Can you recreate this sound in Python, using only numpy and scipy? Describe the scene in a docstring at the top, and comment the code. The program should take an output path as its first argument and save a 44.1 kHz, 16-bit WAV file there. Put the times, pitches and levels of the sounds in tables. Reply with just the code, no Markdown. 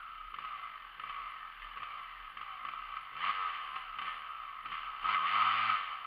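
"""An engine running down is heard first, with a brief gear whirr and a lone pop, dull and some way off.
It is a two-stroke dirt bike stuck in a muddy ditch, blipped again and again, then held open.
Crank orders and gated noise make its puffing and rasping, filtered impulses and noise bursts its hard pops.
A camera in a closed plastic housing hears it: the housing rings near 1.2 kHz and shuts out the treble.
Hiss, a low hum, a thin whine and faint high chirps lie beneath."""
import sys
import numpy as np
from scipy import signal
from scipy.fft import rfft, irfft
from scipy.io import wavfile
from scipy.ndimage import uniform_filter1d

SR = 44100
rng = np.random.default_rng(int(sys.argv[2]) if len(sys.argv) > 2 else 0)


def log_audio(samples):
    """Write samples as a 16-bit WAV file to the path given in sys.argv[1]."""
    # one column per channel
    frames = np.atleast_2d(samples).T
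    # limit to full scale, then quantise
    limited = np.clip(frames, -1, 1)
    pcm = np.round(limited * 32767).astype(np.int16)
    wavfile.write(sys.argv[1], SR, pcm)


N = 267642
TIME = np.arange(N) / SR

# kicks of crank speed, mostly blips of the throttle (opening 0: a stray firing): start t/s, end t/s,
# crank speed reached f/Hz, drag while coasting after it [1/s], throttle opening [0-1], relative level/dB
KICKS = [(0.332, .45, 60.8, 0.89, 0.82, -.5), (.98, 1.1, 57.8, 0.83, 0.75, 0.5),
         (1.6, 1.64, 45.9, 1.06, 0, 2), (1.762, 1.84, 60.7, 0.89, 0.98, 0),
         (2.349, 2.44, 58.4, 0.81, 0.78, -1.5), (2.643, 2.73, 68.7, 0.93, 0.85, -1),
         (3.125, 3.31, 102.5, 0.87, 0.88, -1), (3.719, 3.77, 77.4, 1.33, .35, -1),
         (3.968, 4.09, 85, 1.14, 0.99, -2), (4.647, 4.75, 79.5, 1.05, 1, 0)]
# the long pull, in which the clutch bites once and the wheel then spins free: t/s, crank speed f/Hz
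PULL = [(5.02, 61.6), (5.07, 93.3), (5.125, 107.2), (5.2, 72), (5.28, 87.0), (5.328, 100.7), (5.47, 109.8),
        (5.536, 111.3), (5.696, 109.7), (5.75, 103.1)]


def amp(db):
    """Amplitude ratio of a level: 20 dB per factor of ten."""
    return 10 ** (np.asarray(db) / 20)


def evened(x):
    """Normalisation by the root mean square: scales to rms 1."""
    return x / np.sqrt(np.mean(x ** 2) + 1e-20)


def curve(rows, axis=1):
    """Linear interpolation in time of one column of a table."""
    rows = np.asarray(rows)
    return np.interp(TIME, rows[:, 0], rows[:, axis])


def add(mix, s, sound):
    """Superposition: lays a sound into the mix at time s."""
    part = mix[max(round(s * SR), 0):][:len(sound)]
    part += sound[:len(part)]


def wander(rate_hz):
    """Gaussian low-pass filtering of white noise: a smooth random course of rms 1."""
    hz = np.fft.rfftfreq(N, 1 / SR)
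    spectrum = rfft(rng.standard_normal(N)) * np.exp(-(hz / rate_hz) ** 2)
    return evened(irfft(spectrum, N))


def band(hz, width_hz):
    """Quadrature modulation: slow noise on two carriers gives narrow noise at a fixed or moving frequency."""
    angle = 2 * np.pi * np.cumsum(hz * np.ones(N)) / SR
    in_phase = wander(width_hz) * np.cos(angle)
    quadrature = wander(width_hz) * np.sin(angle)
    return evened(in_phase + quadrature)


def colour(x, points, modes=(), size=8192):
    """Minimum-phase filtering by a spectrum and its resonances: causal, so it rings after each pulse."""
    hz = abs(np.fft.fftfreq(size, 1 / SR))
    f, db = np.transpose(points)
    db = np.interp(np.log(hz + 1), np.log(f + 1), db)
    for centre, width, lift in modes:
        db = db + lift / (1 + (2 * (hz - centre) / width) ** 2)
    # the Hilbert transform of the log magnitude gives the phase
    log_response = np.conj(signal.hilbert(np.log(amp(db))))
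    ring = np.fft.ifft(np.exp(log_response)).real
    return signal.oaconvolve(x, ring[:size // 2])[:N]


def hum():
    """Phase modulation: a low tone whose phase wavers and whose level wanders and swells."""
    # centres of the swells: t/s, lift level/dB
    hum_swells = [(.24, 9.5), (1.17, 7), (1.47, 1.5), (1.64, 8.5), (2.19, 7), (2.48, 3), (2.84, 6.5),
                  (3.9, 5), (4.779, 6), (5.05, 7.5)]
    hum_hz, hum_db, swell_s = 35, -71.5, .08
    swell_db = sum(lift * np.exp(-((TIME - s) / swell_s) ** 2) for s, lift in hum_swells)
    level = amp(hum_db + swell_db + 3.2 * wander(9))
    return level * evened(np.sin(2 * np.pi * hum_hz * TIME + .8 * wander(6.5)))


def chirps():
    """Gating: narrow noise is let through three times in every full second, and twice for longer."""
    # onsets within each second: t/s
    chirp_times = [.008, 0.29, .62]
    # two held chirps: onset t/s, length t/s
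    held_chirps = [(3.623, .23), (3.997, .24)]
    chirp_s = .035
    spans = [(second + s, chirp_s) for second in range(N // SR) for s in chirp_times]
    gate = np.zeros(N)
    for s, length in spans + held_chirps:
        add(gate, s, signal.windows.tukey(round(length * SR), .3))
    return amp(-83.5) * np.minimum(gate, 1) * band(10400, width_hz=830)


def camera_noise():
    """Superposed self-noise: shaped hiss, hum, the phase-wavering whine of the electronics and chirps."""
    # shape of the steady background: f/Hz, relative level per Hz/dB
    floor_colour = [(20, -5.5), (60, -2.5), (150, -9), (400, -10.5), (1200, -5.5), (3500, -18.5),
                    (6000, -37.5), (8000, -37.5), (10500, -25), (14000, -24.5), (15700, -30)]
    hiss = amp(-71) * evened(colour(rng.standard_normal(N), floor_colour))
    whine = amp(-83) * np.sin(2 * np.pi * 14400 * TIME + 1.1 * wander(70))
    return hiss + hum() + whine + chirps()


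def field(x, t60=0.32, size=16000):
    """Scattering and exponential decay: ditch banks and trees return a thin tail of sparse echoes."""
    t = np.arange(size) / SR
    echoes_per_s = 1500
    taps = rng.standard_normal(size) * (rng.random(size) < echoes_per_s / SR) * (t > .004)
    tail = taps * amp(-60 * t / t60)
    scattered = signal.oaconvolve(x, tail / np.linalg.norm(tail))[:N]
    return x + amp(-14) * scattered


def housed(x):
    """Transmission through a resonant enclosure: the camera's housing colours and muffles the sound."""
    # what the housing lets through: f/Hz, relative level/dB
    housing = [(40, -35.5), (110, -31), (350, -27.5), (600, -25), (950, -16), (1140, 3.5), (1320, 4),
               (1460, -14), (2100, -15.5), (3100, -18.5), (3750, -34), (4600, -37.5), (5900, -69),
               (12000, -70.5)]
    # its narrow resonances: f/Hz, width f/Hz, lift level/dB
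    housing_modes = [(762, 60, 3.5), (1261, 25, 6), (1537, 110, 8.5), (1788, 22, 6), (2053, 90, 7.5),
                     (2310, 55, 5.5), (2730, 45, 6), (2909, 54, 5), (3045, 84, 7.5), (3578, 79, 7.5),
                     (4540, 40, 4.5), (6930, 500, 12)]
    return colour(x, housing, housing_modes) * amp(17)  # make-up gain


def pops(size=2600):
    """Impulse excitation: unburnt mixture goes off at once, a bark from the pipe with a bright crack."""
    # single hard firings, most of them while the throttle is open, a few stray: t/s,
    # relative bang level/dB, relative crack level/dB (added to that of the bang)
    firings = [(0.0293, -40, -26), (0.341, -33, -18), (0.386, -28.5, -22), (0.447, -29.5, -19.5),
               (0.996, -39.5, -9), (1.037, -28.5, -27), (1.0957, -29, -19.5), (1.617, -44.5, -6.5),
               (1.771, -32, -16), (1.8297, -28.5, -18), (2.37, -34, -13.5), (2.4123, -34, -14),
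               (2.6504, -30.5, -18), (2.6859, -34.5, -12.5), (2.736, -29, -26), (2.965, -45, -2),
               (3.1647, -36.5, -13), (3.2413, -28, -16), (3.2929, -28, -14.5), (3.7583, -35, -8.5),
               (3.9854, -34, -8), (4.015, -29, -14.5), (4.0793, -29.5, -19), (4.6567, -35, -12.5),
               (4.718, -31.5, -15), (5.0904, -26.5, -16), (5.1285, -26.5, -14.5), (5.1451, -26, -14)]
    # colour of the bark: f/Hz, relative level/dB
    bang_colour = [(60, -4.5), (200, -3.5), (600, -6.5), (1000, -0.5), (1200, 1), (1400, -16.5),
                   (2000, -11.5), (8000, -3.5)]
    crack_colour = [(60, 0), (200, 1.5), (600, -2), (1200, -3.5), (2500, 4.5), (8000, 0.5)]  # f/Hz, level/dB
    t = np.arange(size) / SR
    shape = (1 - np.exp(-t / .002)) * np.exp(-t / .007)
    bang, crack = np.zeros(N), np.zeros(N)
    for s, db, crack_db in firings:
        add(bang, s, amp([db + 16]))
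        burst = shape * rng.standard_normal(size)
        add(crack, s, amp(db + crack_db + 13.0) * burst)
    return colour(bang, bang_colour) + colour(crack, crack_colour)


def crank():
    """Rotation with drag: each kick lifts the turns per second, which then decay; the long pull comes last."""
    idle_hz, idle_drag_per_s = 35.05, .42  # the crank is running down before the first kick
    pull_drag_per_s = 1.7
    speed = idle_hz * np.exp(-idle_drag_per_s * TIME)
    for start, end, top_hz, drag, _, _ in KICKS:
        before = np.interp(start, TIME, speed)
        rise = np.sin(np.pi / 2 * np.clip((TIME - start) / (end - start), 0, 1))
        coast = np.exp(-drag * np.maximum(TIME - end, 0))
        speed = np.where(TIME < start, speed, (before + (top_hz - before) * rise) * coast)
    pull_coast = np.exp(-pull_drag_per_s * np.maximum(TIME - PULL[-1][0], 0))
    return np.where(TIME < PULL[0][0], speed, curve(PULL) * pull_coast)


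def throttle(size=1500):
    """Smoothed gating of the load: 0 while the throttle is shut, up to 1 while it drives the crank."""
    intake_lead_s = 0.013  # in the blips the throttle opens this long before the crank answers
    pull_opening = 1.0
    spans = [(start, end, opening) for start, end, _, _, opening, _ in KICKS]
    # this shift cancels the lead: the pull opens together with its speed curve
    spans.append((PULL[0][0] + intake_lead_s, PULL[-1][0], pull_opening))
    gas = sum(opening * ((TIME > start - intake_lead_s) & (TIME < end)) for start, end, opening in spans)
    return uniform_filter1d(gas, size)


def loudness(speed, gas, size=1500):
    """Source strength grows with speed and load: relative levels of note and rasp in dB; the note flutters."""
    # a faster engine is mostly louder: crank speed f/Hz, relative note level/dB, relative rasp level/dB
    speed_levels = [(31.2, -53, -53.5), (45.3, -48, -51.5), (54.8, -43.5, -48.5), (66.7, -44.5, -49),
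                    (83.5, -39, -42.5), (108.38, -38.5, -39.5)]
    # the long pull: t/s, relative note level/dB, relative rasp level/dB
    pull_levels = [(5.0, -46.5, -48.5), (5.09, -33, -37.5), (5.144, -36, -36.5), (5.174, -38.5, -43),
                   (5.258, -36.5, -39.5), (5.27, -35.5, -35.5), (5.406, -29, -35.5), (5.71, -32, -35.5),
                   (5.862, -43, -44.5), (5.934, -42, -46), (5.964, -47.5, -48), (6.06, -43.5, -49.5)]
    pull_db = 0.5
    # under throttle a slow engine misses between its pops and thins out;
    # from load_from_hz up it fires fully and gains
    load_from_hz, load_hz = 74, 110
    load_note_db, load_rasp_db = 6, 6.5  # added by full throttle at load_hz
    build_s = .022  # before the pull the note builds up this long behind the speed
    flutter_hz, flutter_db = 9, .9  # uneven burning
    level_db = np.zeros(N)
    for start, *_, db in KICKS:
        level_db[TIME > start] = db
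    level_db = uniform_filter1d(level_db, size)
    speeds, note_db, rasp_db = np.transpose(speed_levels)
    built = np.interp(TIME - build_s, TIME, speed)
    note_load = gas * (built - load_from_hz) / (load_hz - load_from_hz)
    rasp_load = gas * (speed - load_from_hz) / (load_hz - load_from_hz)
    note = np.interp(built, speeds, note_db) + load_note_db * np.maximum(note_load, -.3) + level_db
    rasp = np.interp(speed, speeds, rasp_db) + load_rasp_db * np.maximum(rasp_load, 0) + level_db
    pulling = TIME > pull_levels[0][0]
    note = np.where(pulling, curve(pull_levels) + pull_db, note)
    rasp = np.where(pulling, curve(pull_levels, axis=2) + pull_db, rasp)
    return note + flutter_db * wander(flutter_hz), rasp


def exhaust_tone(turns, speed, count=36, size=170):
    """Fourier synthesis of crank orders; pipe and ground smear each pulse, so orders swell and drift apart."""
    # orders of the crank that stand out or sink: multiple of the crank speed, relative level/dB
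    orders_db = [(1, 0), (2, .5), (4, -1), (5, 1), (6, -2), (7, 1), (8, -3), (9, 1), (11, 1), (12, 0),
                 (13, -2.5), (14, 4), (15, -3), (19, -2), (21, 1.5), (24, -2), (32, -3), (39, -1), (42, 1),
                 (48, -6)]
    slow, quick = np.linspace(0, N / SR, count), np.linspace(0, N / SR, size)
    tone = np.zeros(N)
    for k in range(1, round(orders_db[-1][0]) + 1):
        restless = min(k / 5, 1)  # the lowest orders are steadier
        swell_db = 3.2 * restless * rng.standard_normal(count)
        drift = np.cumsum(.4 * restless * rng.standard_normal(size)) + 2 * np.pi * rng.random()
        order_db = np.interp(k, *np.transpose(orders_db))
        height = np.interp(TIME, slow, amp(order_db + swell_db))
        tone += height * np.cos(2 * np.pi * k * turns + np.interp(TIME, quick, drift))
    return 2 * tone * np.sqrt(speed / SR)  # about as strong per Hz as white noise of rms 1


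def gusts(turns, decay_turns, steady):
    """Turbulence modulated by the port: a rush of gas noise each time the exhaust port opens."""
    rush = steady + np.exp(-(turns % 1) / decay_turns)
    return evened(rush * rng.standard_normal(N))


def gear_whirr(speed):
    """Tooth-mesh frequency, teeth times speed: narrow noise of the primary gears, strongest near one speed."""
    gear_teeth = 41
    sing_hz, sing_slope_db, whirr_db = 47.3, -0.633, -64  # slope in dB per Hz away from sing_hz
    idle_whirr_db, idle_whirr_s = -71.5, 0.086  # a brief whirr as the crank runs down before the first kick
    sing = amp(sing_slope_db * abs(speed - sing_hz) + whirr_db)
    idle = amp(idle_whirr_db) * np.exp(-(TIME / idle_whirr_s) ** 2)
    return band(gear_teeth * speed, width_hz=150) * (sing + idle)


def engine():
    """Source and filter: crank orders and gas noise, coloured as note, rasp and boom, with the gear whirr."""
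    # colours at the bike, each: f/Hz, relative level/dB; the rush of gas has its own, apart from the note's
    note_colour = [(60, -22), (250, -13), (500, -1), (850, 0), (1300, 0), (1600, -5), (2200, -16),
                   (8000, -30)]
    rush_colour = [(60, -23), (300, -12.5), (550, -4.5), (900, 2), (1300, 4.5), (1600, -7), (2200, -14.5),
                   (8000, -29)]
    rasp_colour = [(60, -18), (900, -18), (1300, -12), (1600, -2), (2200, 0), (8000, 1)]
    boom_colour = [(40, -22), (105, 8), (220, 3.5), (330, -2), (520, 4), (800, -19.5), (1200, -37),
                   (4000, -60.5)]
    # resonances of the pipe: f/Hz, width f/Hz, lift level/dB
    pipe_modes = [(466, 89, 6.5)]
    speed, gas = crank(), throttle()
    turns = np.cumsum(speed) / SR
    loud_db, rasp_db = loudness(speed, gas)
    tone = exhaust_tone(turns, speed, count=56)
    # burning strokes beat harder than coasting ones
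    beat = 1 + (.15 + .45 * gas) * np.cos(2 * np.pi * (turns - .2))
    rush = gusts(turns, decay_turns=.3, steady=.9)
    # the note is cleanest when the crank coasts fast; near idle or under load it turns rough
    rough = np.interp(speed, [30, 45, 90], [.85, .46, .42]) + .15 * gas
    rough = np.clip(rough, 0, .9)
    clean = colour(np.sqrt(1 - rough ** 2) * tone * beat, note_colour, pipe_modes)
    note = (clean + colour(rough * rush, rush_colour)) * amp(loud_db - 2.3)
    rasp = colour(.6 * tone * beat + .85 * rush, rasp_colour) * amp(rasp_db + 6)
    # burning strokes have more weight in the bass
    bass = colour(tone + .12 * rush, boom_colour)
    boom = bass * amp(0.43 * loud_db + 12.9 * gas - 33.5)
    return note + rasp + boom + gear_whirr(speed)


def scene():
    """Transmission chain: the bike sounds through ditch and housing; the camera's noise is added after."""
    bike = engine() + pops()
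    return (housed(field(bike)) + camera_noise())[None]


def record(dry):
    """Linear-phase low-pass filtering: the recorder's band limit."""
    edge_hz = 15740
    lowpass = signal.firwin(511, edge_hz, window=("kaiser", 9), fs=SR)
    return signal.oaconvolve(dry, lowpass[None], "same")


dry = scene()
out = record(dry)
log_audio(out)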